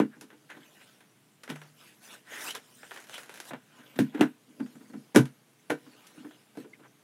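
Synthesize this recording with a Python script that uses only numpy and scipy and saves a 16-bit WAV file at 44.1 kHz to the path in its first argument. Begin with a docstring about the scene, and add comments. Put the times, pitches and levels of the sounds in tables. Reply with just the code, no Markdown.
"""Unpacking a hard briefcase

A small, quiet room, heard from close by on a small microphone with little bass. The case is opened,
a boxed package slides out, the lid is shut, two latches snap home and the case is moved away.
Blows ring the hollow shell (thump) and its flat panels (clack). Friction makes the package scrape,
its edges tick as they catch and let go, and fast stick-slip gives thin squeaks."""
import sys
import numpy as np
from scipy import signal
from scipy.io import wavfile
from scipy.ndimage import uniform_filter1d

SR = 44100
rng = np.random.default_rng(int(sys.argv[2]) if len(sys.argv) > 2 else 0)


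def transcribe(signal):
    """Save signal, clipped to [-1, 1], as a 16-bit WAV file at the path in sys.argv[1]."""
    frames = np.atleast_2d(signal).T
    limited = np.clip(frames, -1, 1)
    pcm = np.round(limited * 32767).astype(np.int16)
    wavfile.write(sys.argv[1], SR, pcm)


N = 310023
T = np.arange(N) / SR
RING_T = np.arange(12000) / SR  # seconds since a contact

# Hard knocks on the case, each led by a lighter touch whose levels are relative to the knock:
# start_s, thump_db, thump_hz, focus_db_per_octave, clack_db, clack_hz, snap_db,
# lead_s, touch_thump_db, touch_clack_db
KNOCKS = [(0.0005, -19.5, 315, 22, -29.5, 1020, -51.5, 0.012, -33.5, -22),
          (1.5, -38, 297, 19, -39.5, 2020, -48.5, 0.012, -2, -8),
          (2.483, -72, 320, 12, -42, 1700, -46, 0, -12, -8),
          (3.534, -45.5, 217, 9.6, -40, 1170, -73, .03, -1, -3),
          (3.9893, -19.5, 242, 24.5, -31.5, 1640, -39, .034, -25, -21),
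          (4.2093, -17.5, 308, 21, -21.5, 1350, -41, 0.02, -9, -24),
          (5.1599, -11, 286.5, 9.3, -17.5, 1050, -26.5, .015, -16, -13),
          (5.703, -27.5, 472, 11.6, -30.5, 1300, -44.5, 0.0064, -4, -3),
          (6.572, -38.5, 330, 14, -51, 950, -62, 0.025, -30, -10)]
# Soft landings on the shell: start_s, thump_db, thump_hz, clack_db
BUMPS = [(.164, -58, 310, -64.5), (.213, -53.5, 330, -56), (.325, -57.5, 340, -59.5),
         (.564, -53.5, 308, -55.5), (3.785, -56, 290, -64), (4.142, -31, 330, -44.5),
         (4.483, -59.5, 224, -86), (4.596, -30, 243, -46.5), (4.62, -43.5, 234, -72),
         (4.749, -50, 240, -62), (4.805, -49.5, 270, -61), (4.894, -51.5, 254, -62),
         (4.931, -45.5, 250, -51), (4.944, -41, 248, -62), (5.177, -21.5, 150, -33.5),
         (5.859, -53, 290, -58.5), (6.175, -50, 271, -63), (6.242, -44, 334, -55.5),
         (6.641, -51, 407, -59.5), (6.791, -62, 360, -62.5)]
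# Low modes of the shell; the lowest swell slowly with the room's air: pitch_hz, level_db, t60_s, rise_s
SHELL_MODES = [(135, -2, .16, .012), (152, -3, .19, .01), (181, -9, .12, .004), (214, -4, .18, .004),
               (245, -1, .18, .002), (264, 0, .16, .002), (301, 2, .14, .001), (338, -4, .13, .001),
               (368, -7, .14, .001), (430, -1, .14, .001), (479, -3, .14, .001), (532, -10, .14, .001),
               (590, -10, .12, .001)]
# Higher modes of the panels: pitch_hz, level_db
PANEL_MODES = [(663, -1), (757, 0), (885, -2), (975, -4), (1028, -1), (1342, -5), (1405, -4), (1472, -1),
               (1543, 2), (1680, -3), (1812, -4), (2002, -5), (2300, -4), (2785, -7)]
# Hum of the open lid: start_s, pitch_hz, level_db, t60_s
LID_MODE = (1.508, 151, -40, .56)
# Sliding strokes: fastest_s, rise_s, fall_s, scrape_gain_db, fizz_gain_db
STROKES = [(.82, .35, 0.19, -59.5, -67), (1.6, 0.1, 0.14, -69, -67), (1.85, 0.076, 0.11, -55.5, -61.5),
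           (2.05, 0.032, 0.11, -56, -56), (2.127, 0.033, 0.055, -47.5, -57),
           (2.349, .06, 0.062, -44.5, -51.5), (2.46, 0.077, 0.049, -39, -42),
           (2.555, .012, 0.022, -35.5, -53), (2.97, 0.34, 0.078, -57, -59),
           (3.16, 0.073, 0.074, -52, -54.5), (3.35, 0.062, 0.068, -52, -62.5),
           (3.493, 0.046, 0.014, -48.5, -52), (3.85, 0.19, 0.31, -56.5, -69), (4.25, .04, 0.079, -57, -69),
           (4.72, 0.24, 0.61, -67, -68.5), (6.07, 0.35, 0.38, -59, -66.5), (6.6, 0.031, 0.043, -55.5, -65)]
# Short rubs that sound one hollow resonance: middle_s, length_s, level_db, pitch_hz, width_hz
SCUFFS = [(0.142, 0.096, -58, 1600, 300), (0.512, 0.055, -45.5, 1840, 346), (0.55, .065, -56, 1760, 500),
          (0.818, 0.057, -56, 2270, 1410), (1.863, .25, -65, 2680, 600), (2.1, 0.21, -63, 1040, 250),
          (2.382, 0.32, -45.5, 1890, 375), (3.155, 0.11, -47, 3170, 700), (2.433, .2, -65, 6000, 3000),
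          (2.509, 0.067, -42, 3050, 250), (4.18, 0.14, -46, 1200, 1400), (6.746, 0.048, -61, 2150, 297),
          (6.85, .084, -56, 1400, 692)]
# Light clicks of packaging and fittings: start_s, clack_db, snap_db, contact_s
CLICKS = [(0.21, -53.5, -49.5, 0.0012), (.303, -53, -76, .0003), (0.498, -50.5, -60, 0.0048),
          (1.004, -59, -66, 0.0025), (1.4327, -50.5, -52, 0.0032), (1.477, -43.5, -67, .0006),
          (1.554, -52, -58.5, 0.0051), (1.616, -47.5, -63, 0.00044), (2.505, -57, -40.5, 0.0024),
          (2.55, -42.5, -41.5, 0.0012), (2.831, -45, -76, .001), (2.909, -44, -62, 0.00073),
          (2.916, -41, -63, 0.00037), (2.958, -49.5, -58, 0.0032), (2.972, -44.5, -59, .002),
          (3.096, -45.5, -55.5, 0.0002), (3.14, -45, -48, 0.0014), (3.179, -42, -50, 0.0012),
          (3.294, -43.5, -55, .0003), (3.3403, -50, -53, 0.00047), (3.4017, -43.5, -44.5, 0.00014),
          (4.661, -54.5, -72, 0.00089), (5.254, -50, -53, 0.0019), (6.067, -73, -55, 0.0028),
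          (6.308, -54.5, -71, 0.0018)]
# Squeaks and thin whistles: start_s, length_s, start_hz, end_hz, level_db
SQUEAKS = [(1.715, .1, 11500, 13000, -73), (1.933, .09, 11900, 11200, -72), (2.463, .06, 2350, 3150, -42),
           (3.81, .16, 12900, 13900, -72), (3.97, .04, 14000, 13700, -54), (4.005, .06, 13500, 13950, -68),
           (4.04, .06, 11700, 12400, -74.5), (4.15, .06, 12800, 11950, -71), (4.25, .06, 15300, 13900, -71),
           (6.732, .009, 2050, 2140, -45.5)]
# Spectra of the panels' crack and the snap at the point of contact: frequency_hz, relative_db
CLACK_SPECTRUM = [(100, -34), (300, 13), (600, 3), (950, -2), (1150, -7), (1500, -3), (2300, -7),
                  (3100, -7.5), (3900, -10), (4600, -20), (8000, -14.5)]
SNAP_SPECTRUM = [(300, -24), (2500, -1), (4000, -0.5), (4700, -3.5), (5800, -1), (8000, -5.5), (11000, -3),
                 (13500, -13), (16000, -22)]
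# Spectra of the midrange scrape and the treble fizz of sliding: frequency_hz, relative_db
SCRAPE_SPECTRUM = [(80, -32.5), (170, -20.5), (350, -1), (850, -0.5), (1100, -1.5), (1450, 3), (1950, 1.5),
                   (2250, 1.5), (2900, 3), (3700, -2.5), (5000, -22), (9000, -47)]
FIZZ_SPECTRUM = [(500, -21.5), (2500, -11), (4000, 0), (4800, 2.5), (6200, 4), (8000, 2.5), (10500, 1.5),
                 (13000, -2), (16000, -7)]
# Spectrum of the room tone: frequency_hz, relative_db
ROOM_SPECTRUM = [(18, -46), (30, -14), (108, -2.5), (232, -3.5), (551, -21), (628, -13), (816, -15),
                 (3450, -20), (4370, -24.5), (6480, -26), (11200, -24), (15800, -35.5)]

HARD_CONTACT_S, SOFT_CONTACT_S = 0.00021, 0.0057
REBOUND_S, REBOUND_DB = 0.0113, -12  # the walls strike once more after a hard knock
CRINKLE_START_S, CRINKLE_END_S, CRINKLES_PER_S = 2.92, 3.45, 42
RESTING_SCRAPE_DB, RESTING_FIZZ_DB = -72, -75  # sleeves and hands never lie quite still
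GRIP_DB, GRIP_RUB_DB, GRIP_PRESS_DB = -71.5, -40, -48
RUB_FOLLOW, PRESS_FOLLOW = 0.5, 0.25  # dB of murmur per dB of stroke, and per dB of bump
ROOM_DB = -65.5
MIC_LOW_HZ, MIC_HIGH_HZ = 118, 15900


def knocks():
    """One edge touches first, then the blow lands in full and rebounds."""
    out = np.zeros(N)
    for s, thump_db, thump_hz, focus_db, clack_db, clack_hz, snap_db, *touch in KNOCKS:
        lead_s, touch_thump_db, touch_clack_db = touch
        add(out, s - lead_s, thump(thump_db + touch_thump_db, thump_hz, focus_db, SOFT_CONTACT_S))
        add(out, s - lead_s, amp(touch_clack_db) * clack(clack_db, clack_hz, snap_db, SOFT_CONTACT_S))
        add(out, s, thump(thump_db, thump_hz, focus_db, HARD_CONTACT_S))
        add(out, s, clack(clack_db, clack_hz, snap_db, HARD_CONTACT_S))
        add(out, s + REBOUND_S, amp(REBOUND_DB) * clack(clack_db, clack_hz, snap_db, HARD_CONTACT_S))
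    return out


def bumps():
    """Hands land on the shell or the case settles: mostly thump, little snap."""
    out = np.zeros(N)
    for s, thump_db, thump_hz, clack_db in BUMPS:
        add(out, s, thump(thump_db, thump_hz, focus_db=34.5, contact_s=SOFT_CONTACT_S))
        add(out, s, clack(clack_db, centre_hz=1060, snap_db=clack_db - 18.5, contact_s=SOFT_CONTACT_S))
    return out


def thump(db, centre_hz, focus_db, contact_s):
    """The low modes of the shell answer a blow."""
    shell = ring(SHELL_MODES, centre_hz, focus_db, spread_db=2, scatter_rad=0.76)
    return amp(db) * unit_rms(shell * pressing(contact_s + 0.00061), size=880)


def clack(clack_db, centre_hz, snap_db, contact_s):
    """The panels crack and ring, and the point of contact snaps."""
    walls = panels(centre_hz, focus_db=1) * pressing(contact_s)
    impact = burst(contact_s, crack_s=0.003, tail_db=-9, t60_s=0.13)
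    crack = coloured(impact, CLACK_SPECTRUM, centre_hz, focus_db=7.5)
    snap = coloured(burst(contact_s, crack_s=0.0007, tail_db=-13.5, t60_s=0.14), SNAP_SPECTRUM)
    body = unit_rms(crack, size=530) + amp(-8) * unit_rms(walls, size=530)
    return amp(clack_db) * body + amp(snap_db) * unit_rms(snap, size=530)


def panels(centre_hz, focus_db, t60_s=0.14):
    """The flat walls of the case answer at once and die together."""
    modes = [(hz, db, t60_s, 1 / SR) for hz, db in PANEL_MODES]
    return ring(modes, centre_hz, focus_db, spread_db=1.5, scatter_rad=1.8)


def lid(rise_s=0.0031):
    """The lowest mode of the free lid keeps humming after it falls open."""
    s, hz, db, t60_s = LID_MODE
    t = np.maximum(T - s, 0)
    level = amp(db - 60 * t / t60_s) * (1 - np.exp(-t / rise_s))
    return level * np.sin(2 * np.pi * hz * t)


def ring(modes, centre_hz, focus_db, spread_db, scatter_rad):
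    """Modes swell and die; every blow gives them slightly different levels and phases."""
    hz, db, t60_s, rise_s = np.transpose(modes)[:, :, None]
    weight, phase = rng.standard_normal((2, len(hz), 1))
    struck_db = db + favour(hz, centre_hz, focus_db) + spread_db * weight
    level = amp(struck_db - 60 * RING_T / t60_s) * (1 - np.exp(-RING_T / rise_s))
    return (level * np.sin(2 * np.pi * hz * RING_T + scatter_rad * phase)).sum(0)


def favour(hz, centre_hz, focus_db):
    """Place and hardness of a contact favour one frequency; far from it, focus_db is lost per octave."""
    octaves = np.log2((hz + 20) / centre_hz)
    return -focus_db * (np.sqrt(octaves ** 2 + 0.11) - 0.5)


def burst(contact_s, crack_s, tail_db, t60_s):
    """A crack that lengthens with the contact, then the reflections of the room dying away."""
    crack = np.exp(-RING_T / (crack_s + contact_s))
    tail = amp(tail_db - 60 * RING_T / t60_s)
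    return rng.standard_normal(len(RING_T)) * np.hypot(crack, tail) * pressing(contact_s)


def pressing(contact_s):
    """The force builds up over the time of contact."""
    return 1 - np.exp(-(RING_T / contact_s) ** 2)


def rubbing(scrape_gain, fizz_gain):
    """Package, lining and sleeves slide over one another, and the walls of the case ring along."""
    friction = shifting(slips(per_s=2500, spread_db=1, hiss=0.64), patchy_db=4)
    hollow = unit_rms(signal.oaconvolve(friction, panels(centre_hz=1700, focus_db=3))[:N])
    scrape = 0.66 * unit_rms(coloured(friction, SCRAPE_SPECTRUM)) + 0.16 * hollow
    fizz = unit_rms(coloured(friction, FIZZ_SPECTRUM))
    return scrape_gain * scrape + fizz_gain * fizz


def stroke_gains():
    """Gains of scrape and fizz over time: all strokes on top of the resting contact."""
    scrape, fizz = amp(RESTING_SCRAPE_DB), amp(RESTING_FIZZ_DB)
    for s, rise_s, fall_s, scrape_db, fizz_db in STROKES:
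        speed = swell(s, rise_s, fall_s)
        scrape = np.hypot(scrape, amp(scrape_db) * speed)
        fizz = np.hypot(fizz, amp(fizz_db) * speed)
    return scrape, fizz


def swell(s, rise_s, fall_s):
    """A movement gathers speed up to time s, then slows to rest."""
    return np.exp(-((T - s) / np.where(T < s, rise_s, fall_s)) ** 2)


def slips(per_s, spread_db, hiss):
    """Friction: a hail of tiny slips of uneven size over a smooth hiss."""
    size = amp(spread_db * np.minimum(rng.exponential(1, N), 3.5))
    grains = size * rng.choice([-1, 1], N) * (rng.random(N) < per_s / SR)
    return unit_rms(grains) + hiss * rng.standard_normal(N)


def shifting(friction, patchy_db):
    """As the contact travels, patches of its spectrum come and go."""
    spectra = signal.stft(friction, nperseg=512)[2]
    bands = uniform_filter1d(rng.standard_normal(spectra.shape), size=7, axis=0)
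    patches = unit_rms(uniform_filter1d(bands, size=7, axis=1))
    return signal.istft(spectra * amp(patchy_db * patches), nperseg=512)[1][:N]


def scuffs():
    """Slips under one stroke pass the resonance of the panel or box that is rubbed."""
    out = np.zeros(N)
    friction = slips(per_s=1500, spread_db=2.5, hiss=0.5)
    for middle_s, length_s, db, hz, width_hz in SCUFFS:
        start_s = middle_s - length_s / 2
        stroke = signal.windows.hann(int(length_s * SR))
        drive = friction[max(int(start_s * SR), 0):][:len(stroke)]
        resonance = signal.iirpeak(hz, hz / width_hz, SR)
        hollow = signal.lfilter(*resonance, coloured(drive, CLACK_SPECTRUM))
        add(out, start_s, amp(db) * unit_rms(hollow) * stroke[:len(hollow)])
    return out


def clicks(spread_db=3):
    """Packaging and fittings click, and the package crinkles faintly as it is lifted out."""
    out = np.zeros(N)
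    for s, clack_db, snap_db, contact_s in CLICKS:
        add(out, s, tick(clack_db, snap_db, contact_s))
    for s in np.arange(CRINKLE_START_S, CRINKLE_END_S, 1 / CRINKLES_PER_S):
        late_s = rng.random() / CRINKLES_PER_S
        size = amp(spread_db * rng.standard_normal())
        add(out, s + late_s, size * tick(clack_db=-55.5, snap_db=-58.5, contact_s=HARD_CONTACT_S))
    return out


def tick(clack_db, snap_db, contact_s):
    """An edge of card or plastic catches and lets go; too light to move the shell."""
    release = burst(contact_s, crack_s=0.0012, tail_db=-15, t60_s=0.22)
    body = coloured(release, CLACK_SPECTRUM, centre_hz=1630, focus_db=9)
    snap = coloured(burst(contact_s, crack_s=0.00053, tail_db=-15, t60_s=0.15), SNAP_SPECTRUM)
    return amp(clack_db) * unit_rms(body, size=220) + amp(snap_db) * unit_rms(snap, size=440)


def squeaks(waver=0.006, flutter_db=4):
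    """Fast stick-slip: thin, broken whistles that glide, swell and fade."""
    out = np.zeros(N)
    for s, length_s, start_hz, end_hz, db in SQUEAKS:
        progress = np.linspace(0, 1, int(length_s * SR))
        wobble, catch = rng.standard_normal((2, len(progress)))
        glide_hz = end_hz + (start_hz - end_hz) * (1 - progress) ** 1.7  # fast at first, then settling
        pitch_hz = glide_hz * (1 + waver * unit_rms(uniform_filter1d(wobble, size=40)))
        flutter = amp(flutter_db * unit_rms(uniform_filter1d(catch, size=300)))
        level = amp(db) * unit_rms(np.sin(np.pi * progress) * flutter)
        add(out, s, level * np.sin(2 * np.pi * np.cumsum(pitch_hz) / SR))
    return out


def grip(scrape_gain):
    """Shifting fingers keep the shell faintly ringing, more so in a stroke and around each bump."""
    shell = ring(SHELL_MODES, centre_hz=260, focus_db=1, spread_db=1, scatter_rad=0.58)
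    fingers = slips(per_s=200, spread_db=2, hiss=0.8)
    murmur = signal.oaconvolve(fingers, shell)[:N]
    presses = [amp(PRESS_FOLLOW * db) * swell(s, rise_s=0.03, fall_s=0.11) for s, db, _, _ in BUMPS]
    press = amp(GRIP_PRESS_DB) * np.max(presses, axis=0)
    rub = amp(GRIP_RUB_DB) * scrape_gain ** RUB_FOLLOW
    return np.hypot(amp(GRIP_DB), np.hypot(rub, press)) * unit_rms(murmur)


def room_tone():
    """The steady, low hush of the small room."""
    return amp(ROOM_DB) * unit_rms(coloured(rng.standard_normal(N), ROOM_SPECTRUM))


def coloured(x, spectrum, centre_hz=1000, focus_db=0):
    """Minimum-phase filter with the given spectrum, optionally focused around centre_hz."""
    hz = abs(np.fft.fftfreq(4096, 1 / SR))
    point_hz, point_db = np.transpose(spectrum)
    db = np.interp(np.log(hz + 1), np.log(point_hz), point_db) + favour(hz, centre_hz, focus_db)
    log_gain = np.log(amp(np.maximum(db, -90)))
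    response = np.exp(np.conj(signal.hilbert(log_gain)))
    taps = np.fft.ifft(response).real[:len(hz) // 2]
    return signal.oaconvolve(x, taps)[:len(x)]


def amp(db):
    """Decibels to gain."""
    return 10 ** (np.asarray(db) / 20)


def unit_rms(x, size=None):
    """Scales to unit rms over the first size samples, or over all of them."""
    return x / np.sqrt(np.mean(x[:size] ** 2) + 1e-20)


def add(mix, s, sound):
    """Mixes a sound in at time s."""
    part = mix[max(round(s * SR), 0):][:len(sound)]
    part += sound[:len(part)]


def scene():
    """The handling of the case in front, room tone behind, in mono."""
    room = room_tone()
    scrape_gain, fizz_gain = stroke_gains()
    blows = knocks() + bumps() + lid()
    friction = rubbing(scrape_gain, fizz_gain) + grip(scrape_gain) + scuffs()
    return (blows + friction + clicks() + squeaks() + room)[None]


def record(dry):
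    """A small microphone that sheds nearly all the bass, then a cut of the highest treble."""
    low_cut = signal.butter(8, MIC_LOW_HZ, "high", fs=SR, output="sos")
    thin = signal.sosfilt(low_cut, dry) + amp(-27) * dry  # a trace of bass gets through
    high_cut = signal.firwin(511, MIC_HIGH_HZ, window=("kaiser", 9), fs=SR)
    return signal.oaconvolve(thin, high_cut[None], "same")


dry = scene()
out = record(dry)
transcribe(out)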